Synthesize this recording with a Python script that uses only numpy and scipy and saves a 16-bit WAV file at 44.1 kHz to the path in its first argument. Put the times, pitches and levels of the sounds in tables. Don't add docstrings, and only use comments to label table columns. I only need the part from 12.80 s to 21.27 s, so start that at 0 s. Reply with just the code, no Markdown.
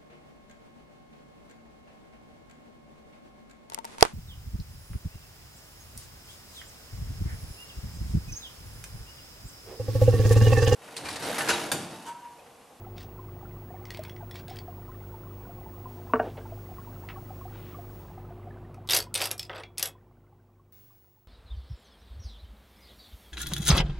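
import sys
import numpy as np
from scipy import signal
from scipy.fft import rfft, irfft, next_fast_len
from scipy.io import wavfile

SR = 44100
rng = np.random.default_rng(int(sys.argv[2]) if len(sys.argv) > 2 else 0)


def generate_wav(signal):
    frames = np.transpose(np.atleast_2d(signal))
    scaled = np.clip(frames, -1, 1) * 32767
    pcm = np.round(scaled).astype(np.int16)
    wavfile.write(sys.argv[1], SR, pcm)


N = 373649
TIME = np.arange(N) / SR
AGE = TIME[:SR // 4]

# (frequency [Hz], t60 [s])
ROOM_DECAY = [(200, 0.293), (800, 0.11), (3000, 0.125), (7000, 0.098), (14000, 0.085)]
# (frequency [Hz], relative density [dB])
HISS_SPECTRUM = [(300, 7.5), (2000, 2), (3800, -0.5), (5500, 0.5), (8000, -3), (13000, -3.5), (16000, 4)]
# (start [s], hiss level [dB], whine level [dB], slope [dB/s])
HISS_STRETCHES = [(0, -66, -58, 0.88), (3.08, -60, -56, -0.16), (5.22, -60.5, -60, -41),
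                  (7.922, -62, -55, -28.5)]
# (frequency [Hz], rms level [dB], waver [dB])
PUMP_PARTIALS = [(48.3, -53.5, 2), (100.2, -46, -1.2), (125.9, -58, 2.5), (149.1, -60.5, 2.5),
                 (238.3, -59.5, 1.5), (303, -74, -3.5), (359.3, -54.5, 0.5), (415.4, -67, 1),
                 (480, -68.5, 4)]
# (frequency [Hz], relative density [dB])
PUMP_RUMBLE = [(22, -23.5), (40, -13.5), (62, -7), (130, -9), (170, -5.5), (210, -15), (330, -12),
               (450, -17.5), (600, -18), (1100, -22.5), (1600, -33), (3000, -40), (6000, -53)]
# (time [s], relative level [dB], pitch [Hz])
BIG_BUBBLES = [(0.941, -36.5, 744), (1.191, -28, 626), (1.426, -37.5, 686), (1.709, -35, 763),
               (1.882, -37, 705), (3.056, -33.5, 1020), (3.721, -34, 655), (3.983, -36.5, 1076),
               (4.371, -38.5, 770), (4.504, -34.5, 755), (4.653, -33.5, 740), (4.987, -36, 697),
               (5.672, -37, 717)]

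# (start [s], length [s], level [dB], band centre [Hz], "tray" or "dish")
SLIDES = [(0.151, .11, -58.5, 4260, "tray"), (1.045, 0.261, -62, 2320, "tray"),
          (1.532, 0.084, -57, 4000, "tray"), (1.673, 0.093, -59, 3570, "tray"),
          (3.4, 0.1, -41, 600, "dish"), (3.413, 0.12, -60.5, 2690, "dish"),
          (3.565, 0.033, -56, 2380, "dish"), (3.563, .04, -48, 700, "dish"),
          (4.282, 0.04, -49.5, 2080, "dish"), (4.68, .3, -62, 2600, "dish")]
# (time [s], relative level [dB], brightness [dB], leading note [Hz])
TRAY_TICKS = [(0.1809, -41.5, -10, 3630), (1.054, -42, -5, 2050), (1.1051, -33.5, -9, 1880),
              (1.1465, -36.5, -21, 2110), (1.1722, -40, -9, 3700), (1.2505, -40, -20, 2470),
              (1.2958, -40, -15, 3320), (1.3632, -46.5, -22, 2010), (1.511, -40.5, -7, 3330),
              (1.556, -39, -11, 3220), (1.6966, -44.5, -16, 2257), (1.7683, -42.5, -14, 3320),
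              (1.788, -39, -12, 4800), (4.2882, -37, -33, 2000), (5.9435, -53, -3, 2500)]
# (frequency [Hz], relative level [dB], t60 [s])
TRAY_MODES = [(1850, -13, 0.026), (2300, 0.5, 0.02), (2620, -26, 0.028), (3320, -5, 0.029),
              (3640, -6, 0.036), (4390, 11.5, 0.018), (5360, 5.5, 0.035)]
# (frequency [Hz], relative density [dB])
TRAY_CRACK = [(600, -11), (1300, -4), (2000, -0.5), (4000, -2.5), (6500, -3.5), (11000, -5.5), (15500, -12)]
# (time [s], relative level [dB], leading note [Hz], weight [dB])
DISH_KNOCKS = [(3.3358, -17.5, 1140, 3.5), (3.357, -33, 1350, -2), (3.395, -34.5, 1430, -10),
               (3.3982, -23, 704, -3), (3.578, -41, 564, 7)]
# (frequency [Hz], relative level [dB], t60 [s])
DISH_MODES = [(181, -29.5, .15), (246.6, 0, 0.17), (347, -18.5, 0.052), (428, 5, 0.06), (458.7, 9.5, .085),
              (611, 7, 0.057), (707, 1, 0.072), (940, -9, 0.15), (1023, -11.5, 0.067), (1180, -7.5, 0.072),
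              (1378, -7.5, 0.099), (1540, -6, 0.094), (1685, -4, 0.032), (1872, -17.5, 0.051),
              (2236, -27.5, .1), (2873, -9, .035)]
# (frequency [Hz], relative density [dB])
DISH_CRACK = [(150, -5), (300, 7), (1500, 4.5), (2100, -7.5), (3000, -9.5), (4500, -22)]

# (frequency [Hz], relative level [dB], t60 [s])
BRUSH_MODES = [(2000, -1.5, 0.062), (2600, -5, 0.15), (3240, -4.5, 0.16), (3650, 0, .06),
               (4680, -6.5, 0.07), (5400, -7, 0.12), (4920, -7, .12), (5580, -7.5, .1), (5770, -7.5, 0.1),
               (7930, 4, 0.1), (7730, -8.5, .08), (9300, -2.5, 0.075), (9990, -8, .07), (11840, -2, 0.063),
               (11270, -1, 0.072), (13100, -3.5, 0.046)]
# (frequency [Hz], relative density [dB])
BRUSH_CRACK = [(900, -31), (1700, -12), (2600, 3), (3300, 3.5), (5000, 3.5), (7000, -3), (9500, -2),
               (11700, -1.5), (13300, -5.5), (15800, -19.5)]
# (frequency [Hz], relative density [dB])
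DESK_SPECTRUM = [(150, -28.5), (260, -11), (340, 1.5), (520, 5.5), (700, 5.5), (1000, 2), (1400, 1.5),
                 (2000, -2), (3200, -41.5)]
# (time [s], relative click level [dB], brightness [dB], leading note [Hz], relative desk level [dB])
BRUSH_CLASHES = [(6.0745, -42, -5, 3820, -58), (6.089, -24.5, -6, 3690, -36.5),
                 (6.097, -21.5, -18, 3800, -34.5), (6.1075, -21, -4, 3730, -36.5),
                 (6.1134, -19.5, -5.5, 3600, -34.5), (6.1337, -16.5, -3.5, 4850, -25),
                 (6.1452, -21, -5, 6300, -27.5), (6.1479, -18.5, 12.5, 6100, -37),
                 (6.1723, -19, 13.5, 11350, -36.5), (6.3418, -22, 1, 9400, -43),
                 (6.3522, -20.5, -2, 9000, -33.5), (6.3583, -22.5, -14, 9200, -39),
                 (6.4031, -27.5, -21, 5100, -29), (6.4159, -21.5, -10, 2460, -29),
                 (6.4218, -24.5, 0, 4550, -33), (6.5076, -35, -13, 10810, -36.5),
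                 (6.5133, -20.5, -2.5, 11100, -36.5), (6.5797, -39, 6, 5440, -65),
                 (6.8353, -38, -31, 2260, -49), (6.9811, -24.5, 1.5, 9740, -56),
                 (6.9955, -26, 1.5, 2480, -48)]
# (time [s], relative click level [dB], brightness [dB],
# leading note [Hz], relative desk level [dB], first flight [s])
BRUSH_DROPS = [(6.1657, -17.5, 1, 4530, -32.5, .0364), (6.4402, -24, 0, 4800, -42.5, 0.032),
               (6.5943, -26, -6.5, 5100, -46, 0.035), (6.6957, -36, -42, 2120, -30, .0394),
               (7.0273, -16.5, 1.5, 11340, -32.5, 0.029)]
# (start [s], length [s], relative click level [dB], brightness [dB],
# relative desk level [dB], rub band centre [Hz])
BRUSH_ROLLS = [(6.096, 0.093, -23.5, -0.5, -35, 4600), (6.347, 0.13, -32.5, 0, -41.5, 4680),
               (6.688, .14, -48, -23, -43.5, 950), (6.973, .11, -39.5, -9, -42.5, 3780)]


def from_db(db):
    return 10 ** (np.asarray(db) / 20)


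def rms_one(x, count=None):
    return x / np.sqrt(np.mean(x[:count] ** 2) + 1e-20)


def at_hz(points, hz):
    f, value = np.transpose(points)
    return np.interp(np.log(hz + 1e-9), np.log(f), value)


def add(out, s, sound):
    i = max(round(s * SR), 0)
    out[i:i + len(sound)] += sound[:N - i]


def bandpass(x, low_hz, high_hz, order=3):
    return signal.sosfilt(signal.butter(order, [low_hz, high_hz], "band", fs=SR, output="sos"), x)


def coloured(x, spectrum):
    n = 2 * next_fast_len(len(x) // 2 + 1)
    gain = from_db(at_hz(spectrum, np.fft.rfftfreq(n, 1 / SR)))
    cepstrum = irfft(np.log(gain))
    cepstrum[1:n // 2] *= 2
    cepstrum[n // 2 + 1:] = 0
    return irfft(rfft(x, n) * np.exp(rfft(cepstrum)))[:len(x)]


def noise(spectrum, envelope):
    return rms_one(coloured(rng.standard_normal(len(envelope)) * envelope, spectrum))


def drift(per_s):
    return rms_one(np.interp(TIME * per_s, np.arange(4000), rng.standard_normal(4000)))


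def dip(s, width_s, db):
    return db * np.exp(-((TIME - s) / width_s) ** 2)


def fade(t60):
    return from_db(-60 * AGE / t60)


def lift(hz, centre_hz, octaves, db):
    return db * np.exp(-(np.log2(hz / centre_hz) / octaves) ** 2)


def ring(modes, extra_db, scatter_db, detune):
    hz, db, t60 = np.transpose(modes)
    strength, shift = rng.standard_normal((2, len(hz)))
    gain = from_db(db + extra_db + scatter_db * strength) * (-1) ** np.arange(len(hz))
    detuned_hz = hz * (1 + detune * shift)
    return gain @ (np.sin(2 * np.pi * detuned_hz[:, None] * AGE) * fade(t60[:, None]))


def click(modes, colour, bright_db, hz, crack_db, crack_t60, body_db, note_db, note_t60, lift_db):
    crack = rms_one(noise(colour, fade(crack_t60)), count=176)
    body = rms_one(ring(modes, 0, scatter_db=4.5, detune=0.035), count=176)
    grid_hz = np.geomspace(200, 16000, num=60)
    bass_db = -1.5 * max(bright_db, 0)
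    tilt = [(1300, bass_db), (3200, 0), (8500, bright_db + 3)]
    shape_db = at_hz(tilt, grid_hz) + lift(grid_hz, hz, octaves=0.093, db=lift_db)
    blow = from_db(crack_db) * crack + from_db(body_db) * body
    knock = coloured(blow, np.transpose([grid_hz, shape_db]))
    note = np.sin(2 * np.pi * hz * AGE) * fade(note_t60) * (1 - np.exp(-AGE * hz))
    return rms_one(knock, count=176) + from_db(note_db) * note


def chance_contacts(start, length, per_s, modes, count=40, spread_db=5):
    gap, pick = rng.random((2, count))
    db = spread_db * rng.standard_normal(count)
    after = (np.cumsum(0.4 + 1.2 * gap) - 0.7) / per_s
    hz = np.array(modes)[(pick * len(modes)).astype(int), 0]
    return np.transpose([start + after, db, hz])[(after >= 0) & (after < length)]


def room(x, build_s=0.0075):
    edges, tail = np.geomspace(120, 16000, num=8), 0
    for low, high in zip(edges, edges[1:]):
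        band = bandpass(rng.standard_normal(len(AGE)), low, high, order=2)
        tail = tail + band * fade(at_hz(ROOM_DECAY, np.sqrt(low * high)))
    tail = tail * (1 - np.exp(-AGE / build_s))
    return signal.fftconvolve(x, tail / np.linalg.norm(tail))[:N]


def hiss_and_whine(whine_hz=15651.3, hiss_floor_db=-80.5, whine_floor_db=-84):
    stretches = np.array(HISS_STRETCHES)
    start, hiss_db, whine_db, db_per_s = stretches[np.searchsorted(stretches[1:, 0], TIME)].T
    swell_db = db_per_s * (TIME - start)
    hiss_db = np.maximum(hiss_db + swell_db, hiss_floor_db)
    whine_db = np.maximum(whine_db + swell_db + dip(3.49, width_s=0.16, db=-16), whine_floor_db)
    whine = np.sqrt(2) * from_db(whine_db) * np.sin(2 * np.pi * whine_hz * TIME)
    return from_db(hiss_db) * noise(HISS_SPECTRUM, np.ones(N)) + whine


def pump_hum():
    hum = np.zeros(N)
    for hz, db, waver_db in PUMP_PARTIALS:
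        amplitude = np.sqrt(2) * from_db(db + waver_db * drift(per_s=9))
        hum += amplitude * np.sin(2 * np.pi * (hz * TIME + rng.random()))
    return from_db(dip(5.28, width_s=0.11, db=-4.5)) * hum


def bubble(hz, t60, rise_per_s, attack_s=0.0017):
    envelope = fade(t60) * (1 - np.exp(-AGE / attack_s))
    cycles = hz * (AGE + rise_per_s * AGE ** 2 / 2)
    return (np.sin(2 * np.pi * cycles) * envelope)[:SR // 12]


def small_bubbles(count=1100, lowest_hz=679.7, range_octaves=2.15):
    out = np.zeros(N)
    for when, pitch, faintness in rng.random((count, 3)):
        octaves = pitch ** 1.4 * range_octaves
        gain = from_db(-37.5 - 22 * faintness - 4.8 * octaves ** 2)
        add(out, when * TIME[-1], gain * bubble(lowest_hz * 2 ** octaves, t60=0.035, rise_per_s=0.99))
    return out


def large_bubbles(per_s=3.5, low_hz=688, high_hz=1160):
    out = np.zeros(N)
    middling = [((k + when) / per_s, -38.5, low_hz * (high_hz / low_hz) ** pitch)
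                for k, (when, pitch) in enumerate(rng.random((60, 2)))]
    for s, db, hz in list(BIG_BUBBLES) + middling:
        if s < TIME[-1]:
            add(out, s, from_db(db + 2) * bubble(hz, t60=0.067, rise_per_s=0.58))
    return out


def tank(rumble_db=-49, fade_start_s=5.736, fade_db_per_s=8.5):
    level = from_db(-fade_db_per_s * np.maximum(TIME - fade_start_s, 0))
    hum, water = pump_hum(), small_bubbles() + large_bubbles()
    rumble = from_db(rumble_db) * noise(PUMP_RUMBLE, np.ones(N))
    return level * (hum + water + rumble)


def rub(length, hz, slips_per_s=3500):
    slips = (rng.random(SR) < slips_per_s / SR) * rng.standard_normal(SR)
    run = bandpass(slips[:int(length * SR)], hz / 2.7, min(hz * 1.34, SR / 3))
    return rms_one(run * signal.windows.tukey(len(run), 0.5))


def slides(roll_rub_db=-9):
    out = np.zeros(N)
    for s, length, db, hz, _ in SLIDES:
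        add(out, s, from_db(db) * rub(length, hz))
    for s, length, db, _, _, hz in BRUSH_ROLLS:
        add(out, s, from_db(db + roll_rub_db) * rub(length, hz))
    return out


def trays(catches_per_s=25, catch_bright_db=-4):
    out, ticks = np.zeros(N), list(TRAY_TICKS)
    for start, length, _, _, thing in SLIDES:
        if thing == "tray":
            catches = chance_contacts(start, length, catches_per_s, TRAY_MODES)
            ticks += [(s, db - 49.5, catch_bright_db, hz) for s, db, hz in catches]
    for s, db, bright_db, hz in ticks:
        tick = click(TRAY_MODES, TRAY_CRACK, bright_db, hz, crack_db=-9.5, crack_t60=0.019,
                     body_db=-16, note_db=-0.5, note_t60=0.021, lift_db=10.5)
        add(out, s, from_db(db - 4) * tick)
    return out


def dish(desk_below_hz=500):
    out, mode_hz = np.zeros(N), np.array(DISH_MODES)[:, 0]
    for s, db, hz, weight_db in DISH_KNOCKS:
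        favour_db = lift(mode_hz, hz, octaves=0.4, db=5)
        desk_db = weight_db * (mode_hz < desk_below_hz)
        body = rms_one(ring(DISH_MODES, favour_db + desk_db, scatter_db=1, detune=0.0078), count=400)
        crack = rms_one(noise(DISH_CRACK, fade(0.03)), count=400)
        note = np.sin(2 * np.pi * hz * AGE) * fade(0.025)
        knock = from_db(-1.5) * body + from_db(-12) * crack + from_db(9) * note
        add(out, s, from_db(db) * knock)
    return bandpass(out, low_hz=180.8, high_hz=3200)


def brush_bounces(count=4, flight_ratio=0.63, loss_db=9.5):
    for s, db, bright_db, hz, desk_db, flight in BRUSH_DROPS:
        for k in range(count):
            yield s, db - k * loss_db, bright_db, hz, desk_db - k * loss_db
            s += flight * flight_ratio ** k


def brush_rattles(per_s=100, edge_db=-6.5):
    for start, length, db, bright_db, desk_db, _ in BRUSH_ROLLS:
        for s, chance_db, hz in chance_contacts(start, length, per_s, BRUSH_MODES):
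            force_db = chance_db + edge_db * (2 * (s - start) / length - 1) ** 2
            yield s, db + force_db, bright_db, hz, desk_db + force_db


def brushes():
    out = np.zeros(N)
    for s, db, bright_db, hz, desk_db in [*BRUSH_CLASHES, *brush_bounces(), *brush_rattles()]:
        hit = click(BRUSH_MODES, BRUSH_CRACK, bright_db, hz, crack_db=-1.5, crack_t60=0.015,
                    body_db=-13.5, note_db=-4, note_t60=0.04, lift_db=10)
        rebound_s = rng.uniform(0.002, 0.005)
        desk = rms_one(noise(DESK_SPECTRUM, fade(0.13)), count=400)
        add(out, s, from_db(db - 4) * hit)
        add(out, s + rebound_s, from_db(db - 12.5) * hit)
        add(out, s, from_db(desk_db - 7.5) * desk)
    return out


def scene():
    background = tank() + hiss_and_whine()
    knocks, handling, clatter = dish(), slides() + trays(), brushes()
    reflections = room(from_db(-10.5) * clatter + from_db(-9.5) * handling + from_db(-13.5) * knocks)
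    mono = clatter + handling + knocks + reflections + background
    return np.array([mono, mono])


def record(dry):
    hiss_db, cutoff_hz = -89, 16300
    noisy = dry + from_db(hiss_db) * rng.standard_normal(dry.shape)
    return signal.sosfilt(signal.ellip(10, 0.1, 80, cutoff_hz, fs=SR, output="sos"), noisy)


dry = scene()
out = record(dry)
generate_wav(out)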